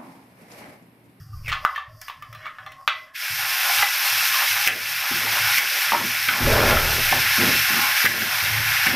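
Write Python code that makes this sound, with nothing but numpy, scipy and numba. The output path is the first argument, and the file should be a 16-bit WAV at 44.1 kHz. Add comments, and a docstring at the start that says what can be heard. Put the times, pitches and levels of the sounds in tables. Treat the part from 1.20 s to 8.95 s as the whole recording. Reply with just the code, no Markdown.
"""First a dull low thud and a soft scrape, then a spoon knocking paste out of a steel cup in a home kitchen.
From about 2 s the wet paste sizzles in hot oil: thousands of random clicks stand for bursting steam bubbles.
Spoon strokes rub along the pan (filtered clicks); knocks are short fading waves, noise and ringing steel modes.
Thuds and air on a phone's single microphone are shaped noise; tiled walls give the knocks a short tail.
The phone's limiter ducks after loud knocks."""
import sys
import numpy as np
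from scipy import signal
from scipy.fft import rfft, irfft, next_fast_len
from scipy.io import wavfile
from scipy.ndimage import uniform_filter1d
from numba import njit

SR = 44100
rng = np.random.default_rng(int(sys.argv[2]) if len(sys.argv) > 2 else 0)


def unload_wav(signal):
    """Save mono or channel-first audio to the path in sys.argv[1] as 16-bit WAV at rate SR, clipped to [-1, 1]."""
    wavfile.write(
        sys.argv[1],
        SR,
        np.round(np.clip(np.atleast_2d(signal).T, -1, 1) * 32767).astype(np.int16),
    )


N = 341775  # length in samples


def undb(db):
    """Turns decibels into an amplitude factor."""
    return 10 ** (np.asarray(db) / 20)


def unit(x):
    """Scales x to an rms of 1."""
    return x / np.sqrt(np.mean(x ** 2))


def curves(table):
    """Joins the rows of a table by straight lines: one value per sample for each column after t/s."""
    s, *columns = np.transpose(table)
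    return [np.interp(np.arange(N) / SR, s, column) for column in columns]


def colour(x, spectrum):
    """Filters x through points of (f/Hz, level/dB), then sets its rms to 1."""
    hz, db = np.transpose(spectrum)
    size = next_fast_len(N)
    log_hz = np.log(np.arange(size // 2 + 1) * SR / size + 1)
    gain = undb(np.interp(log_hz, np.log(hz), db, -90, -90))
    return unit(irfft(rfft(x, size) * gain, size)[:N])


def walk(rate):
    """A smooth random wander with a spread near 1: random steps, `rate` per second, smoothed twice."""
    hold = int(SR / rate)
    steps = np.repeat(rng.standard_normal(N // hold + 1), hold)
    return 1.3 * uniform_filter1d(uniform_filter1d(steps, hold), hold)[:N]


def bursts(rate, spread_db):
    """Clicks at random moments, `rate` per second, a few much larger than the rest; rms 1."""
    when, size, sign = rng.random((int(rate * N / SR), 3)).T
    clicks = undb(-spread_db * np.log(1 - .98 * size)) * np.sign(sign - .5)
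    return unit(np.bincount((when * N).astype(int), clicks, N))


def ring(x, hz, t60):
    """One ringing tone driven by x; it falls 60 dB in t60 seconds, and a click of 1 starts it near level 1."""
    r, w = np.exp(-np.log(1000) / (t60 * SR)), 2 * np.pi * hz / SR
    return signal.lfilter([0, r * np.sin(w)], [1, -2 * r * np.cos(w), r * r], x)


def body(x, modes):
    """All the ringing tones of an object, driven together by x."""
    return sum(undb(db) * ring(x, hz, t60) for hz, db, t60 in modes)


def swells(times, lengths, levels_db, attack_s, fade_db_s):
    """Loudness curve: each event rises, holds until its length is over and fades steadily; powers add up."""
    power = np.zeros(N)
    for s, length, db in zip(times, lengths, levels_db):
        i = int(s * SR)
        t = np.arange(min(N - i, int((length + 50 / fade_db_s) * SR))) / SR
        faded_db = db - fade_db_s * np.clip(t - length, 0, None)
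        power[i:i + len(t)] += np.clip(t / attack_s, 0, 1) * undb(2 * faded_db)
    return np.sqrt(power)


WAVER_S = 0.0004  # typical time shift


def drift(x):
    """Reads x a little early or late, so that all its pitches waver together."""
    n = np.arange(len(x))
    return np.interp(n + WAVER_S * SR * walk(25)[:len(x)], n, x)


# Tone of the steady background noise: [f/Hz, level/dB]
QUIET_TONE = [(88, -55), (150, 3), (894, -42), (1150, -1), (1510, -6), (1870, -24), (2270, -19),
              (13000, -20), (15500, -40)]
QUIET_DB = -63


def quiet_noise():
    """A steady faint noise lies under everything: random samples with a fixed tone colour."""
    return undb(QUIET_DB) * colour(rng.standard_normal(N), QUIET_TONE)


HUM_HZ, HUM_DB, HUM_T60_S = 270, -70, 0.44


def room_hum():
    """Noise keeps one resonance ringing: a faint, unsteady tone of the room."""
    return undb(HUM_DB) * unit(ring(rng.standard_normal(N), HUM_HZ, HUM_T60_S))


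# Gusts of air on the microphone port: [t/s, length/s, level/dB]
GUSTS = [(0.108, 0.2, -40), (5.214, 0.3, -20), (6.18, 0.087, -54), (6.85, 0.25, -65), (7.254, 0.59, -51)]
# Tone of the moving air: [f/Hz, level/dB]
AIR_TONE = [(8.8, -30), (20, 6), (45, -22), (70, 1), (91, -7), (150, -120)]
GUST_ATTACK_S, GUST_FADE_DB_S, STILL_AIR_DB = 0.041, 40, -71


def air_on_microphone():
    """Air pushes unevenly on the microphone port: deep noise that swells with each gust."""
    gusts = swells(*np.transpose(GUSTS), GUST_ATTACK_S, GUST_FADE_DB_S)
    return colour(rng.standard_normal(N), AIR_TONE) * (gusts + undb(STILL_AIR_DB))


# Dull thuds near 100 Hz: [t/s, length/s, level/dB]
THUDS = [(0.0, 0.31, -37), (0.675, 0.046, -40.5), (0.962, .02, -49), (1.084, 0.043, -42), (1.4, 0.072, -53),
         (1.7, 0.066, -58), (2.1, 0.026, -39.5), (2.28, 0.045, -54), (2.554, 0.055, -45),
         (2.912, 0.039, -49), (3.092, 0.029, -52), (3.298, 0.084, -52.5), (3.686, 0.054, -48),
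         (4.058, 0.035, -46), (4.2, 0.083, -39.5), (4.666, .05, -48), (4.77, 0.059, -46), (5.026, .04, -45),
         (7.342, 0.18, -42)]
# Spoon strokes on the pan bottom, also used by stirring():
# [t/s, length/s, level of the lower rub/dB, level of the upper rub/dB, level of the boom/dB]
STROKES = [(3.469, 0.079, -37, -26.5, -39), (3.908, 0.042, -35, -43, -41), (4.008, 0.15, -48, -37.5, -57),
           (4.382, 0.037, -50, -35, -62), (4.503, 0.083, -77, -39.5, -71), (4.72, 0.13, -32, -32.5, -43),
           (5.074, 0.18, -43, -38, -43), (5.204, 0.32, -28.5, -31, -21.5), (5.266, 0.27, -38.5, -14, -36),
           (5.56, 0.23, -39, -27, -33), (5.913, 0.059, -34.5, -29.5, -30.5), (6.178, 0.11, -26, -27, -31.5),
           (6.495, 0.089, -35.5, -44, -44), (6.839, .19, -34.5, -32.5, -35.5),
           (7.225, 0.2, -48.5, -40, -32.5), (7.663, 0.16, -29.5, -31, -32)]
# Tone of the low noise: [f/Hz, level/dB]
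DRONE_TONE = [(35, -29), (60, -51), (92, 5), (150, 13), (178, -10), (190, -63), (250, -43), (420, -120)]
# The two low tones in it: [f/Hz, level/dB, time to fall 60 dB/s]
DRONE_MODES = [(84, -13, 0.43), (111.3, 4, 0.48)]
THUD_ATTACK_S, THUD_FADE_DB_S, DRONE_DB = 0.0098, 126, -69
STROKE_ATTACK_S, STROKE_FADE_DB_S, BOOM_FADE_DB_S = 0.01, 161, 60


def low_drone():
    """Thuds and strokes wake a drone: low noise mixed with two low tones that the same noise drives."""
    air = rng.standard_normal(N)
    s, length, _, _, boom_db = np.transpose(STROKES)
    thuds = swells(*np.transpose(THUDS), THUD_ATTACK_S, THUD_FADE_DB_S)
    booms = swells(s, length, boom_db, STROKE_ATTACK_S, BOOM_FADE_DB_S)
    drone = 0.6 * colour(air, DRONE_TONE) + 0.63 * unit(body(air, DRONE_MODES))
    return drone * (thuds + booms + undb(DRONE_DB))


# Tone of the lower and the upper part of the rubbing: [f/Hz, level/dB]
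RUB_LOWER = [(88, -27), (150, -10.5), (253, 2.5), (307, -10.5), (350, -0.5), (460, -28), (770, -120)]
RUB_UPPER = [(200, -40), (340, -19), (374, -8), (595, 1.5), (680, -3.5), (880, -45), (1500, -120)]
# Ringing of pan and stove top, lower and upper: [f/Hz, level/dB, time to fall 60 dB/s]
STOVE_LOWER = [(194, 7, 0.14), (246.5, -7, 0.39), (342, -31, 0.24)]
STOVE_UPPER = [(461, 6, 0.39), (538, -16, 0.98)]


def stirring():
    """The spoon judders over the pan bottom as many small clicks; pan and stove top boom along."""
    s, length, lower_db, upper_db, _ = np.transpose(STROKES)
    judder = bursts(2500, 0.94) * undb(1.6 * walk(40))
    lower = 1.15 * colour(judder, RUB_LOWER) + 0.19 * unit(body(judder, STOVE_LOWER))
    upper = 0.54 * colour(judder, RUB_UPPER) + 0.17 * unit(body(judder, STOVE_UPPER))
    lower_gain = swells(s, length, lower_db, STROKE_ATTACK_S, STROKE_FADE_DB_S)
    upper_gain = swells(s, length, upper_db, STROKE_ATTACK_S, STROKE_FADE_DB_S)
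    return lower_gain * lower + upper_gain * upper


def bubbles(count=28):
    """Larger bubbles ring for some cycles, each size at its own pitch; power is even per Hz."""
    pitch_hz = np.geomspace(480, 7000, count) * (1 + 0.027 * rng.standard_normal(count))
    return unit(sum(np.sqrt(hz) * unit(ring(bursts(45, 0.99), hz, 45 / hz)) for hz in pitch_hz))


# Course of the frying: [t/s, overall level/dB, extra level of the fine spray/dB,
# extra level of the deep bubbling/dB]; the first row is when the paste lands
FRYING = [(1.935, -58, -2, -12), (1.955, -29.5, -4, -26), (2.06, -30, 2, -10), (2.55, -25, 3.5, -5.5),
          (3.12, -24, 3, -9.5), (3.4, -26, 2.5, -8.5), (3.8, -24, 1, -9), (4.01, -25, 1, -6.5),
          (4.35, -22.5, 0, -12), (4.95, -22.5, 1, -11), (5.2, -25, 2, -3.5), (5.4, -19, -2, 3),
          (5.74, -24, 3.5, -5.5), (5.95, -20, -0.5, -12), (6.3, -21.5, -1, -9.5), (7.0, -23.5, 0.5, -10),
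          (7.3, -24.5, -0.5, -9), (7.75, -21.5, -3, -11.5)]
# Tones of deep bubbling, middle sizzle and fine spray: [f/Hz, level/dB]
BUBBLING_TONE = [(260, -39), (450, -30), (517, -28.5), (753, -6.5), (961, -7.5), (1020, -7), (1350, -6),
                 (1760, -16.5), (2970, -120)]
SIZZLE_TONE = [(680, -44), (1150, -20), (1430, 1.5), (1730, 2.5), (1870, 4.5), (2120, 4), (2650, -1.5),
               (2890, -6.5), (4200, -15.5), (5460, -14.5), (9240, -120)]
SPRAY_TONE = [(2240, -2), (3800, -4.5), (4540, -5), (5320, -1.5), (6090, -5), (6770, -11), (7900, -12.5),
              (10700, -7.5), (13000, -1.5), (13800, -5), (15600, -13.5)]
# Ringing of the pan: [f/Hz, level/dB, time to fall 60 dB/s]
PAN = [(607.5, 10, 0.091), (837, -1, 0.47), (916, -6, 0.13), (1075, -1.5, 0.47), (1454, -4, 0.16),
       (1765, 0.5, 0.11), (2235, -0.5, 0.31), (2692, -1.5, 0.32)]
PASTE_LANDS_S = FRYING[0][0]


def frying():
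    """Steam bubbles burst and shake the pan; deep, middle and spray flicker alone and surge together."""
    level_db, spray_db, deep_db = curves(FRYING)
    pops = bursts(9000, 1.5) + 0.33 * bubbles()
    shaken = pops + 0.21 * unit(body(pops, PAN))
    surge_db = 0.56 * walk(17)
    deep = colour(shaken + 0.5 * bursts(4000, 0.49), BUBBLING_TONE)
    deep = deep * undb(deep_db + 2.5 * walk(20))
    middle = colour(shaken, SIZZLE_TONE) * undb(0.19 * walk(28))
    spray = colour(pops + bursts(12000, 3.1), SPRAY_TONE)
    spray = spray * undb(spray_db + 0.6 * walk(30))
    landed = np.arange(N) > PASTE_LANDS_S * SR
    return undb(level_db + surge_db) * (deep + middle + spray) * landed


# The spoon edge squeaks into the paste: [t/s, f/Hz, level/dB]
SQUEAK = [(.16, 2250, -69), (.22, 2210, -64), (.245, 2600, -49), (.28, 2200, -27), (.31, 2034, -29),
          (.36, 1800, -62)]
SQUEAK_WIDTH_HZ = 300


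def squeak():
    """Friction makes a narrow band of noise whose pitch jumps up briefly, then falls."""
    hz, db = curves(SQUEAK)
    t = np.arange(N) / SR
    rough = unit(uniform_filter1d(bursts(900, 3), int(SR / 2 / SQUEAK_WIDTH_HZ)))
    tone = np.sin(2 * np.pi * np.cumsum(hz) / SR)
    return undb(db) * rough * tone * (t > SQUEAK[0][0]) * (t < SQUEAK[-1][0])


# Ringing of the steel, also used by knocks(): [f/Hz, level/dB, basic time to fall 60 dB/s]
STEEL = [(625, -13.5, 0.34), (764, -4, 0.15), (1078.4, -6, 0.22), (1506, -5.5, 0.047), (1315, -6, 0.1),
         (1732, -5.5, 0.08), (1800, -7, 0.041), (1938, -11.5, 0.13), (2018, -12.5, 0.3), (2216, -12, 0.078),
         (2553, -13, 0.05), (2760, -9.5, 0.039), (3120, -16, 0.1), (3345, -13, 0.1), (4100, -16, 0.088),
         (5560, -12, 0.068)]
# Spoon dragged through the cup: [t/s, level of the body/dB, level of the edge/dB, level of the hiss/dB]
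SCRAPE = [(0.0, -64, -53, -62), (0.22, -52, -64, -55), (0.42, -41, -55, -54.5), (0.5, -21, -38, -41),
          (0.66, -42, -70, -63), (0.88, -52, -40, -48.5), (1.02, -46.5, -64, -61), (1.26, -50, -36.5, -58),
          (1.51, -41.5, -46, -74), (1.776, -55, -89, -51), (1.89, -40, -37, -57), (1.95, -44.5, -54, -81)]
# Tones of body, edge and hiss: [f/Hz, level/dB]
SCRAPE_BODY = [(260, -58), (450, -55), (560, -6), (932, -20), (1080, 6.5), (1400, -24), (1520, -44),
               (1850, -25), (2100, -24), (2730, -58), (4620, -120)]
SCRAPE_EDGE = [(1120, -2), (1900, 11), (2040, -15), (2300, -7), (3020, -2), (3270, -12), (4600, -39),
               (5980, -59), (10100, -120)]
SCRAPE_HISS = [(4000, -30), (4700, -0.5), (5300, -1.5), (6300, -13), (7500, -21.5), (10500, -14),
               (13000, -8), (15500, -20)]
# The lowest tone of the cup hums along: [t/s, length/s, level/dB]
CUP_HUMS = [(0.685, 0.089, -52), (1.05, 0.23, -57), (1.456, 0.039, -58), (1.7, 0.13, -50)]
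CUP_ATTACK_S, CUP_FADE_DB_S = 0.014, 200
SONG_SPREAD_DB = 8  # how far each steel tone swells and sinks


def scrape():
    """The spoon sticks and slips as fine grit; steel tones sing up at their own moments under a thin hiss."""
    n = int(SCRAPE[-1][0] * SR)
    body_db, edge_db, hiss_db = (c[:n] for c in curves(SCRAPE))
    grit = bursts(2000, 3.0) * undb(3.5 * walk(30))
    rubbing = rng.standard_normal(n)
    # the spoon slides across the wall, so each tone is driven at its own moments
    low_songs, high_songs = np.zeros((2, n))
    for hz, db, t60 in STEEL:
        song = ring(rubbing, hz, t60 * min(1, 1300 / hz))  # high tones die sooner
        song = undb(db + SONG_SPREAD_DB * walk(13.78)[:n]) * song
        if hz < 2000:
            low_songs += song
        else:
            high_songs += song
    low = 0.5 * colour(grit, SCRAPE_BODY)[:n] + 0.27 * unit(drift(low_songs))
    edge = 0.38 * colour(grit, SCRAPE_EDGE)[:n] + 0.26 * unit(drift(high_songs))
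    hiss = colour(grit + 2.3 * rng.standard_normal(N), SCRAPE_HISS)[:n] * undb(3.5 * walk(16)[:n])
    hum_gain = swells(*np.transpose(CUP_HUMS), CUP_ATTACK_S, CUP_FADE_DB_S)[:n]
    hums = hum_gain * unit(ring(rubbing, STEEL[0][0], 0.2))
    mix = undb(body_db) * low + undb(edge_db) * edge + undb(hiss_db) * hiss + hums
    return np.pad(mix, (0, N - n))


# Spoon knocks on cup and pan: [t/s, level/dB, f/Hz, fade time/ms (at least 0.4 is used),
# relative level of clatter/dB, of tick/dB, of ringing steel/dB]
KNOCKS = [(0.13, -39.5, 1204, 8.2, -28, -30, -15), (0.26, -33, 2530, 6, -20, -30, -10),
          (0.281, -19, 2330, 2.4, -8, -11, -6), (0.295, -30, 2150, 4, 6, -26, -9),
          (0.318, -17.5, 1260, 2.5, -4.5, -35, -13.5), (0.326, -12.5, 1230, 2.6, -6, -23, -14),
          (0.339, -23, 1210, 3, -14, -19, -12), (0.351, -23, 1070, 3.3, -17, -37, -6),
          (0.45, 10, 1240, 2.5, -21, -23, -15), (0.549, -26.5, 1890, 5, 0, -15, -7),
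          (0.56, -11, 1800, 4.5, -7.5, -17, -9), (0.578, -9.5, 1150, 6, -12, -23, -21),
          (0.814, -37, 1990, 4, 2.5, 13.5, 0), (0.882, -21.5, 1120, 4, -3, -9, -26),
          (0.898, -19, 1060, 3, -11, -22, -14.5), (1.023, -25.5, 1194, 4.3, -8.5, -11, -21),
          (1.127, -30.5, 1290, 4, -7, -7, -11), (1.148, -33, 1190, 5.1, -2, -7, -9),
          (1.249, -34, 1240, 6, -7, -20, -11), (1.256, -24, 1160, 4.1, -10, -31, -8.5),
          (1.266, -18.5, 1250, 3.4, -18, -25, -23), (1.384, -30, 1260, 5, -12, -23, -4),
          (1.462, -28.5, 1190, 4.6, -7, -14, -3), (1.518, -40, 1920, 4, 4.5, 1.5, -17),
          (1.677, -2, 1240, 2.5, -2, -14.5, -10), (2.494, -14, 1480, 2.4, -3.5, -19, -5),
          (2.497, -20, 795, 9.2, -18, -25, -13), (2.6245, -3.5, 1300, 1.4, -14, -20, -8),
          (2.628, -10, 1986, 9.4, -20, -25, -8), (2.629, -16, 810, 10.4, -23, -25, -12),
          (3.143, -16, 1170, 3, -3, -20, -8), (3.158, -23.5, 1054, 46, -41, -28, -26),
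          (3.4749, 4.5, 2500, 2, -7.5, -6, -5), (3.4803, -2.5, 2600, 1.5, -12, -20, -12),
          (3.484, 0, 1890, 2.2, -12, -13, -3), (4.069, -18.5, 866, 4.4, -4, -12, -7),
          (4.3826, 0.5, 2170, 0.85, -14, -10.5, -10), (4.721, 1.5, 1040, 1.2, -16, -35, -9.5),
          (4.734, -1.5, 925, 2.9, -27, -32, -15), (4.748, -3, 985, 3.6, -16, -23, -1),
          (5.087, 1, 2315, 0.98, -12, -20, -14), (5.09, -5.5, 1490, 3, -12, -22, -10),
          (5.509, -6, 1410, 3.6, -3.5, -25, -3.5), (5.569, -6.5, 1330, 4.3, -15, -25, -3.5),
          (5.599, -13, 1360, 4.4, -17, -27, -16), (5.926, -12, 880, 3.9, -13, -33, 8),
          (6.853, -17.5, 2350, 2.5, 0, 0, -6), (6.862, -12, 1530, 3.4, 1, -1, -7),
          (7.019, -12.5, 1590, 5.3, -20.5, -16, 2), (7.667, -13.5, 1850, 3, -14, -6, 5)]
CONTACT_S, SOFTENING = 0.00017, 0.53  # rise of a full blow; weaker blows rise more slowly (dB per dB)
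THUMP_DB, THUMP_GROWTH, THUMP_S = -22.5, 1.2, 0.00016  # air push; grows faster than the blow
PASTE_DAMPING = 0.25  # share of the ring time left once the paste is in the pan
WAVER_DB = 6  # hand and paste shift on the steel, so each tone flutters


def band_filter(order, edges_hz, kind="band"):
    """A filter that lets through the given pitch range."""
    return signal.butter(order, edges_hz, kind, fs=SR, output="sos")


def knocks():
    """Each blow gives a short fading wave, clatter, a hard tick and a push of air; the steel rings on."""
    hits, blows, thumps = np.zeros((3, N))
    t = np.arange(3000) / SR
    middle, shrill = band_filter(2, [1450, 3700]), band_filter(1, [4900, 6200])
    high = band_filter(2, 4500, "high")
    for s, db, hz, fade_ms, clatter_db, tick_db, ring_db in KNOCKS:
        i = int(s * SR)
        noise, chatter = rng.standard_normal((2, len(t)))
        rise = 1 - np.exp(-t / (CONTACT_S * undb(-SOFTENING * min(db, 0))))
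        clack = 1.3 * np.exp(-1000 * t / max(fade_ms, 0.4)) * np.sin(2 * np.pi * hz * t)
        clatter_fade = np.exp(-t / 0.0044) + 0.16 * np.exp(-t / 0.023)
        clatter = 2.6 * undb(clatter_db) * clatter_fade * signal.sosfilt(middle, noise)
        bright = signal.sosfilt(high, noise) + 2.0 * signal.sosfilt(shrill, noise)
        tick = 1.18 * undb(tick_db) * np.exp(-t / 0.0036) * bright
        hits[i:i + len(t)] += (undb(db) * rise * (clack + clatter + tick))[:N - i]
        push = t / THUMP_S * np.exp(1 - t / THUMP_S)
        thumps[i:i + len(t)] += (undb(THUMP_GROWTH * db + THUMP_DB) * push)[:N - i]
        # the spoon chatters on after contact: this blurs the tones; those near the blow's pitch ring most
        near = band_filter(2, [hz / 1.4, hz * 2.16])
        drive = signal.sosfilt(near, chatter) + 2.5 * undb(clatter_db) * signal.sosfilt(middle, chatter)
        blows[i:i + len(t)] += (undb(db + ring_db) * rise * np.exp(-t / 0.0068) * drive / 21)[:N - i]
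    wet = int(PASTE_LANDS_S * SR)
    rings = np.zeros(N)
    for hz, db, t60 in STEEL:
        before = ring(blows[:wet], hz, t60)
        after = ring(blows[wet:], hz, t60 * PASTE_DAMPING)
        rings += undb(db + WAVER_DB * walk(45)) * np.concatenate([before, after])
    # small steelware gives off little bass
    return signal.sosfilt(band_filter(2, 480, "high"), hits + drift(rings)) + thumps


# Echo of the tiled walls, band by band: [f/Hz, time to fall 60 dB/s]
TILES = [(400, 0.1), (1200, 0.26), (3000, 0.31), (7000, 0.11), (13000, 0.044)]
TAIL_DB = -7


def kitchen(x):
    """Walls send back dense reflections: noise that dies away at its own rate in each band."""
    t = np.arange(SR // 2) / SR
    tail = np.zeros(len(t))
    for hz, t60 in TILES:
        noise = signal.sosfilt(band_filter(1, [hz / 1.94, hz * 1.67]), rng.standard_normal(len(t)))
        tail += noise * np.exp(-np.log(1000) * t / t60)
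    tail = tail * (1 - np.exp(-t / 0.0018))
    return undb(TAIL_DB) * signal.fftconvolve(x, tail / np.sqrt(np.sum(tail ** 2)))[:N]


def scene():
    """Adds all sources, with the wall echo on the knocks; both channels are the same."""
    spoon = knocks()
    background = quiet_noise() + room_hum() + air_on_microphone() + low_drone()
    mono = background + stirring() + frying() + squeak() + scrape() + spoon + kitchen(spoon)
    return np.array([mono, mono])


LIMIT_DB, GRIP_S, RECOVER_S = -10, 0.0013, 0.34
TOP_HZ = 15660  # upper end of the pitch range


@njit
def recover(need_db, grip, keep):
    """The limiter's cut deepens within milliseconds and eases off slowly."""
    out, now = np.empty(len(need_db)), 0.
    for i in range(len(need_db)):
        if need_db[i] < now:
            now = now + grip * (need_db[i] - now)
        else:
            now = now * keep
        out[i] = now
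    return out


def record(dry):
    """The phone's limiter ducks just after loud blows and recovers slowly; peaks are rounded, the top is cut."""
    loud_db = 10 * np.log10(2 * uniform_filter1d(dry[0] ** 2, 88) + 1e-12)  # over 2 ms
    need_db = np.minimum(LIMIT_DB - loud_db, 0)
    cut_db = recover(need_db, 1 / (GRIP_S * SR), np.exp(-1 / (RECOVER_S * SR)))
    rounded = np.tanh(1.17 * dry * undb(cut_db)) / 1.173
    return signal.sosfilt(signal.ellip(12, .2, 90, TOP_HZ, fs=SR, output="sos"), rounded)


dry = scene()
out = record(dry)
unload_wav(out)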